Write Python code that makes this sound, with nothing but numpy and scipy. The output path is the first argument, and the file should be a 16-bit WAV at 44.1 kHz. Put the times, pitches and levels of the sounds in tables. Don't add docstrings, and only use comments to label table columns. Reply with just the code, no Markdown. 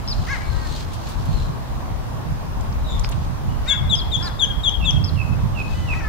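import sys
import numpy as np
from scipy import signal
from scipy.fft import rfft, irfft
from scipy.io import wavfile
from scipy.ndimage import uniform_filter1d

SR = 44100
rng = np.random.default_rng(int(sys.argv[2]) if len(sys.argv) > 2 else 0)


def dump_mix(stems):
    frames = np.atleast_2d(stems).T
    limited = np.clip(frames, -1, 1)
    pcm = np.round(limited * 32767).astype(np.int16)
    wavfile.write(sys.argv[1], SR, pcm)


def ratio_of_db(decibels):
    return 10 ** (np.asarray(decibels, float) / 20)


N = 268172

# bend of the fall, turn as share of length, (start_db, turn_db, end_db),
#                 (left minus right at start_db, at end_db), share of length the fall takes
OPENER = (3.684, .047, 3700, 3395, -14.5)
OPENER_HABIT = (1.5, .6, (-11, 0, -4), (9, 12), .6)
NEAR_PIPES = [
    (3.901, 0.049, 3805, 3253, -14),
    (4.121, .041, 3760, 3317, -17.5),
    (4.398, 0.049, 3670, 3180, -13.5),
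    (4.64, .051, 3720, 3185, -14),
    (4.854, 0.049, 3690, 3210, -15.5),
]
NEAR_HABIT = (0.664, 0.85, (-11, 0, -6), (9, 12), 1.)


def near_piper():
    out = np.zeros((2, N))
    for row, habit in [(OPENER, OPENER_HABIT)] + [(row, NEAR_HABIT) for row in NEAR_PIPES]:
        curve = note(row, habit)
        add(out, *whistle(curve, (-24, -44), flick=.2, droop=.16, waver_db=.8, rise=.0065, throb=0, size=11))
    return out


CHIRPS = [
    (0.083, .046, 5260, 4200, -29),
    (3.959, 0.045, 5260, 4180, -33),
    (4.232, .045, 5080, 4180, -31.5),
]
CHIRP_HABIT = (2.3, 0.3, (0, -2.5, 0.5), (2.7, 0), 1.)


def chirper():
    out = np.zeros((2, N))
    for row in CHIRPS:
        curve = note(row, CHIRP_HABIT)
        add(out, *whistle(curve, (-45,), flick=.62, droop=.28, waver_db=2.5, rise=.002, throb=0, size=3))
    return out


BROKEN_CHIRP = (5.047, 0.047, 5280, 4200, -33)
BROKEN_HABIT = (2.6, 0.45, (2.5, -9, 0), (2.7, 0), 1.)


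def turned_chirper():
    out = np.zeros((2, N))
    curve = note(BROKEN_CHIRP, BROKEN_HABIT)
    add(out, *whistle(curve, (-45,), flick=.5, droop=.2, waver_db=2.5, rise=.002, throb=0, size=3))
    return out


FAR_PIPES = [
    (4.808, 0.046, 2800, 2640, -29),
    (5.169, 0.056, 2816, 2550, -31),
    (5.556, .064, 2845, 2508, -29),
    (5.882, 0.054, 2820, 2470, -26.5),
]
FAR_HABIT = (0.55, 0.76, (-14.5, 0, -3), (-14, -6), 1.)


def far_piper():
    out = np.zeros((2, N))
    for row in FAR_PIPES:
        curve = note(row, FAR_HABIT)
        add(out, *whistle(curve, (-33,), .035, .026, waver_db=1.5, rise=.0038, throb=.82, size=1))
    return out


DISTANT_PIPE = [
    (2.852, .066, 3790, 3450, -44),
]
DISTANT_HABIT = (1.3, .6, (0, -4, -3), (8, 7), 1.)


def distant_piper():
    out = np.zeros((2, N))
    for row in DISTANT_PIPE:
        curve = note(row, DISTANT_HABIT)
        add(out, *whistle(curve, (-17,), flick=.03, droop=.2, waver_db=3, rise=.003, throb=.3, size=3))
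    return out


# start_s, length_s, top_hz, peak_db, gape as a factor on the throat
YELPS = [
    (.264, .121, 560, -24.5, .94),
]
CRIES = [
    (5.93, .086, 652, -37.5, 1.06),
]
WHOOPS = [
    (3.655, .11, 552, -31.5, 1.08),
]
MEWS = [
    (4.205, .105, 356, -37, .75),
    (4.4, .16, 556, -43, .76),
]
HUMS = [
    (.4, .115, 572, -47, 1.05),
    (.515, .175, 317, -43, .8),
    (3.49, .07, 1470, -53, 1.45),
    (5.74, .17, 1005, -45.5, 1.5),
]
SIGHS = [
    (3.72, .04, 550, -41, .78),
    (3.77, .12, 480, -55, .96),
]
PARTING = [
    (6.001, .1, 505, -49, .81),
]
# start below top (share), end below top (share), top as share of length,
#                flatness of the arch, edge below peak_db, opening of the gape (share)
YELP_HABIT = (.36, .33, .42, 1.55, 20, .1)
CRY_HABIT = (.44, .3, .56, 3.8, -1.5, .1)
WHOOP_HABIT = (.26, .1, .6, 2.4, 14, .1)
MEW_HABIT = (.13, .2, .42, 1.9, 5, .1)
HUM_HABIT = (.03, .08, .3, 3., 3, .1)
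SIGH_HABIT = (.01, .15, .02, .4, -6, .1)
PARTING_HABIT = (.01, .165, .02, .26, -15, -.1)


def gulls():
    out = np.zeros((2, N))
    for rows, habit in ((YELPS, YELP_HABIT), (CRIES, CRY_HABIT), (WHOOPS, WHOOP_HABIT), (MEWS, MEW_HABIT),
                        (HUMS, HUM_HABIT), (SIGHS, SIGH_HABIT), (PARTING, PARTING_HABIT)):
        for row in rows:
            add(out, *squawk(arch(row, habit)))
    return out


# pitch_hz, level_db
THROAT = [(300, -46), (1000, -22.5), (1300, 3.5), (1650, -2), (2200, 5.5), (2450, -5.5), (2750, -10.5),
          (3300, -30), (5000, -24), (7000, -24), (8500, -50)]


def squawk(curve):
    start, t, (hz, db, pan_db, gape) = spread(curve)
    turns = np.cumsum(hz * (1 + .00094 * drift(len(t), .0021))) / SR
    voice = 0
    for k in range(1, 16):
        place_hz = k * hz / gape
        flutter_db = np.where(place_hz > 3000, 7, 2) * drift(len(t), .003)
        partial = np.cos(2 * np.pi * (k * turns + rng.random()))
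        voice = voice + ratio_of_db(read(THROAT, place_hz) + flutter_db) * partial
    voice = evened(voice) * ratio_of_db(db) * signal.windows.tukey(len(t), .15)
    return start, voice * sides(np.mean(pan_db))


def arch(row, habit):
    start, length, top_hz, db, gape = row
    low_start, low_end, top, flat, edge_db, opens = habit
    u = np.linspace(0, 1, 16)
    away = np.interp(u, (0, top, 1), (1, 0, 1)) ** flat
    hz = top_hz * (1 - np.where(u < top, low_start, low_end) * away)
    pan_db = 4.5 + 0 * u
    return np.transpose([start + length * u, hz, db - edge_db * away, pan_db, gape * (1 + opens * (u - .5))])


# start_s, length_s, peak_db, pitch_hz
TRILL = [
    (.17, 0.15, -58, 4170),
    (0.44, 0.16, -46, 4290),
    (0.585, .25, -45, 4400),
    (1.27, .21, -46, 4280),
]


def triller():
    out = np.zeros((2, N))
    for row in TRILL:
        start, t, (db, hz) = spread(phrase(*row))
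        beat = np.cos(np.pi * np.cumsum(59 * (1 + .06 * drift(len(t), .03))) / SR) ** 4
        tone = np.sin(2 * np.pi * np.cumsum(hz * (1 + .019 * drift(len(t), .001))) / SR)
        pulses = evened(tone * (.15 + beat))
        add(out, start, placed(pulses * ratio_of_db(db - 1), .3, size=0))
    return out


def phrase(start, length, db, hz):
    top, edge_db, sag = .4, -10, .07
    return [(start, db + edge_db, hz),
            (start + top * length, db, hz * (1 - top * sag)),
            (start + length, db + edge_db, hz * (1 - sag))]


def note(row, habit):
    start, length, top_hz, end_hz, db = row
    bend, turn, swell_db, pan_db, settle = habit
    u = np.linspace(0, 1, 12)
    hz = top_hz - (top_hz - end_hz) * np.minimum(u / settle, 1) ** bend
    level_db = db + np.interp(u, (0, turn, 1), swell_db)
    return np.transpose([start + length * u, hz, level_db, np.interp(u, (0, 1), pan_db)])


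def whistle(curve, overtones_db, flick, droop, waver_db, rise, throb, size):
    start, t, (hz, db, pan_db) = spread(curve, lead=.008, tail=.00657)
    left = t[-1] - t
    onset = .059 * np.exp(-t / .0057) - flick * np.exp(-t / .00169)
    hz = hz * (1 + onset - droop * np.exp(-left / .0019))
    turns = 2 * np.pi * np.cumsum(hz * (1 + .002 * drift(len(t), .002))) / SR
    tone = np.sin(turns) * np.tanh(t / rise) * np.tanh(left / .004)
    for k, level_db in enumerate(overtones_db):
        steady_db = level_db - 1.1 * (db - db.max()) + 4.9 * drift(len(t), .0031)
        smear = 1 + k * 1.5 * drift(len(t), .0006)
        overtone = np.sin((k + 2) * turns) * np.tanh(t / .019) * np.tanh(left / .0003)
        tone = tone + ratio_of_db(steady_db) * smear * overtone
    tone *= 1 + throb * np.exp(-t / .12) * np.sin(2 * np.pi * 76.8 * t)
    level = np.sqrt(2) * ratio_of_db(db + waver_db * drift(len(t), .0016))
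    return start, placed(tone * level, pan_db, size)


def birds():
    near, chirps, distant = near_piper(), chirper(), distant_piper()
    far = turned_chirper() + far_piper() + gulls() + triller()
    sent = ratio_of_db(-15.5) * near[0] + ratio_of_db(-15) * chirps[0] + ratio_of_db(-8) * far.mean(0) + ratio_of_db(1.5) * distant[0]
    direct = near + ratio_of_db(1) * chirps + far + ratio_of_db(-1.5) * distant
    return direct + sides(7) * turning_shore(sent)


def turning_shore(x):
    angle = 2 * np.pi * np.arange(N) / SR / .87
    return shore(x * np.cos(angle)) + shore(x * np.sin(angle))


# pitch_hz, t60_s
SHORE = [(1000, .8), (2500, 0.46), (3400, 0.52), (5200, .45), (6600, 0.3), (12000, 0.029)]


def shore(x):
    taps = np.zeros((2, SR // 2))
    slots = np.arange(round(.004 * SR), SR // 2 - 24, 24)
    at = slots + rng.integers(0, 24, (2, len(slots)))
    echoes = rng.choice([-1., 1.], at.shape) * ratio_of_db(4.5 * rng.standard_normal(at.shape))
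    np.put_along_axis(taps, at, echoes, 1)
    taps[1] = .96 * taps[1] + .35 * np.roll(taps[0], 11)
    hz, t, z = signal.stft(taps, SR, nperseg=256)
    lumps = uniform_filter1d(rng.standard_normal(z.shape[1:]), size=3, axis=0)
    lumps = evened(uniform_filter1d(lumps, size=6, axis=1))
    fade_db = 60 * t / read(SHORE, hz)[:, None]
    tail = signal.istft(z * ratio_of_db(4 * lumps - fade_db), SR, nperseg=256)[1]
    return signal.fftconvolve(x[None], tail / np.linalg.norm(tail[0]), axes=1)[:, :N]


# start_s, peak_db, centre_hz, width_hz, length_s
SCUFFS = [(0.933, -42.5, 4970, 8700, 0.017), (1.086, -44.5, 5500, 9000, 0.039),
          (1.254, -49, 7000, 9000, .012), (2.609, -42, 6000, 3000, .005), (2.725, -43, 4830, 1500, .006),
          (2.995, -32.5, 6170, 2500, 0.0042), (3, -44, 10000, 8000, .004), (3.038, -37, 5000, 700, 0.027),
          (3.046, -24.5, 2000, 4070, 0.002), (3.0894, -36, 5000, 3000, .004),
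          (3.0897, -40, 12100, 5000, 0.0027), (3.096, -36, 12400, 5000, 0.0024),
          (3.113, -44, 7100, 2500, 0.014), (3.119, -38.5, 3160, 1200, 0.017)]


def rail():
    out = np.zeros((2, N))
    t, f = np.arange(2048) / SR, np.fft.rfftfreq(2048, 1 / SR)
    for start, db, hz, width, length in SCUFFS:
        burst = irfft(rfft(rng.standard_normal((2, 2048))) * np.exp(-((f - hz) / width) ** 2))
        burst = evened(burst + .18 * np.roll(burst[::-1], 4, axis=1))
        envelope = np.minimum(t / .00045, 1) * np.exp(-(t / length) ** 2)
        add(out, start, ratio_of_db(db + 2.5) * burst * envelope)
    return out


# pitch_hz, level_db
RASP_COLOUR = [(1500, -15), (2600, -4.5), (4000, 0), (5500, -6.5), (7300, -9), (8500, -15.5), (12000, -24)]


def rasp():
    grain = ratio_of_db(13.5 + 2 * drift(N, .0043))
    return grain * stirs() * noise(RASP_COLOUR, ((1, -.3), (2, .14)), patchy_db=1.5)


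# peak_s, build_up_s, peak_db
RASP = [(.15, .15, -59), (.34, 0.17, -54.5), (.6, 0.56, -60.5), (.796, .18, -52.5), (.95, 0.093, -59),
        (1.1, 0.16, -57.5), (1.41, 0.36, -59), (2.996, .012, -58), (3.126, 0.3, -65), (3.25, .05, -66),
        (3.7, 0.048, -54.5), (4.27, 0.097, -55), (5.6, 0.031, -61), (5.79, 0.22, -60), (5.95, .15, -61)]


def stirs():
    peak, build, db = np.array(RASP).T[..., None]
    late = np.arange(N) / SR - peak
    away = np.maximum(-late / build, late / (.34 * build))
    level = ratio_of_db(db - 11 * np.minimum(away, 5) ** 2)
    return np.sqrt((level ** 2).sum(0))


# pitch_hz, level_db
THUD = [(15, -21), (30, -6.5), (50, 4.5), (70, -5.5), (95, -20), (200, -63), (600, -120)]
FLUTTER = [(30, -40), (55, -30), (80, 3), (130, 0.5), (190, -10), (280, -23.5), (500, -47), (2000, -120)]
# peak_s, dying_s, peak_db, left minus right_db
THUD_GUSTS = [(.12, 0.16, -25, -8), (.32, 0.043, -29.5, 7), (.52, 0.15, -22, 18), (.98, 0.2, -33, 14),
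              (1.2, 0.028, -28, 12), (1.34, 0.077, -22.5, 20), (1.45, 0.043, -23, 2), (1.75, 0.077, -26, 5),
              (1.95, 0.098, -29.5, 8), (2.32, 0.24, -32, 12), (2.59, 0.26, -26, 13), (2.8, 0.45, -24, 1),
              (3.02, .08, -23, 11), (3.25, 0.042, -24, 13), (3.5, .06, -34, -9), (3.59, 0.098, -24, -3),
              (3.86, 0.024, -23.5, -2), (4., 0.41, -26, -5), (4.499, 0.27, -26.5, -3), (4.8, .1, -20.5, 20),
              (5.12, 0.11, -34, -17), (5.44, 0.28, -27.5, 7), (5.74, 0.077, -24.5, 9), (5.94, 0.11, -25, 6),
              (6.07, .05, -26, 8)]
FLUTTER_GUSTS = [(.22, 0.021, -22.5, 0), (.52, .2, -32, 6), (1.2, 0.015, -29, 0), (1.29, 0.17, -25.5, -5),
                 (1.75, 0.048, -33.5, -9), (1.93, 0.069, -33.5, -5), (2.17, 0.12, -31, -15),
                 (2.32, 0.013, -20, -11), (2.59, 0.28, -30.5, -2), (2.95, 0.069, -25, -2.5),
                 (3.17, .05, -23.5, -12), (3.32, 0.032, -25.5, -17), (3.49, 0.046, -21, -5),
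                 (3.82, 0.17, -25.5, -3), (3.93, 0.015, -23.5, -9), (4.2, .09, -29, -19),
                 (4.49, 0.2, -31, -10), (4.85, 0.24, -23.5, -3.5), (4.988, 0.063, -15.5, -24),
                 (5.16, 0.2, -22.5, -16), (5.34, 0.1, -19, -13), (5.452, 0.16, -20.5, -24),
                 (5.65, 0.025, -29, -9), (5.81, 0.061, -24.5, -18), (5.95, 0.14, -33, -11)]


def wind():
    out = 0
    for colour, rows, breeze_db in ((THUD, THUD_GUSTS, -35.5), (FLUTTER, FLUTTER_GUSTS, -34)):
        lumps_db = 1.7 * np.array([drift(N, .022), drift(N, .022)])
        out = out + noise(colour) * gusts(rows, breeze_db) * ratio_of_db(lumps_db - .36)
    return out


def gusts(rows, breeze_db):
    rise_s = .051
    t, power = np.arange(0, N + 64, 64) / SR, ratio_of_db(2 * breeze_db)
    for peak, dying, db, pan_db in rows:
        rising = np.exp(-((t - peak) / rise_s) ** 2)
        shape = np.where(t < peak, rising, np.exp(-np.maximum(t - peak, 0) / dying))
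        power = power + sides(2 * pan_db) * (ratio_of_db(db) * shape) ** 2
    return np.sqrt([2 * np.interp(np.arange(N) / SR, t, port) for port in power])


# pitch_hz, level_db per Hz
WASH = [(60, -52), (200, 3.5), (300, -2), (450, -5.5), (700, -4), (1080, -3.5), (1300, -9.5), (1700, -14.5),
        (2200, -19), (3500, -21.5), (6000, -25.5), (8000, -31.5), (16000, -33.5)]
# pitch_hz, likeness (-1 to 1)
WASH_SAME = [(200, -0.0094), (400, -0.29), (800, 0.052), (1500, -0.011), (3000, -0.11), (6500, -0.35),
             (15000, 0.14)]


def wash():
    return ratio_of_db(-34) * noise(WASH, WASH_SAME, patchy_db=1)


def noise(colour, same=((1, 0.), (2, 0.)), patchy_db=0.):
    frames, hz = N // 512 + 5, np.fft.rfftfreq(2048, 1 / SR)
    a, b, c, d, patches = rng.standard_normal((frames, 1025, 5)).T
    patches = evened(uniform_filter1d(uniform_filter1d(patches, 20, 0), 8, 1))
    like = np.clip(read(same, hz), -1, 1)[:, None]
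    left = a + 1j * b
    right = like * left + np.sqrt(1 - like ** 2) * (c + 1j * d)
    z = np.array([left, right]) * ratio_of_db(read(colour, hz)[:, None] + patchy_db * patches)
    return evened(signal.istft(z, nperseg=2048, noverlap=1536)[1][:, :N])


def evened(x):
    return x / np.sqrt(np.mean(x ** 2) + 1e-20)


def read(points, hz):
    f, value = np.transpose(points)
    return np.interp(np.log(hz + 1), np.log(f + 1), value)


def drift(count, seconds):
    size = max(round(seconds * SR), 1)
    return evened(uniform_filter1d(uniform_filter1d(rng.standard_normal(count), size), size))


def spread(rows, lead=0., tail=0.):
    s, *columns = np.transpose(rows)
    t = np.arange(s[0] - lead, s[-1] + tail, 1 / SR)
    return t[0], t - t[0], [np.interp(t, s, c) for c in columns]


def sides(pan_db):
    left = ratio_of_db(np.clip(pan_db, -40, 40)) * np.ones(1)
    return np.array([2 * left, 2 + 0 * left]) / (1 + left)


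def placed(sound, pan_db, size):
    left, right = sound * sides(pan_db)
    return np.array([left, np.roll(right, size)])


def add(mix, start, sound):
    part = mix[:, round(start * SR):][:, :sound.shape[1]]
    part += sound[:, :part.shape[1]]


def scene():
    return birds() + rail() + rasp() + wind() + wash()


def top_cut(x):
    return signal.sosfilt(signal.butter(12, 15830, fs=SR, output="sos"), x)


def record(dry):
    edge = signal.firwin(511, 15740, window=("kaiser", 9), fs=SR)
    mix = signal.oaconvolve(dry, edge[None], "same")
    return top_cut(mix)


dry = scene()
out = record(dry)
dump_mix(out)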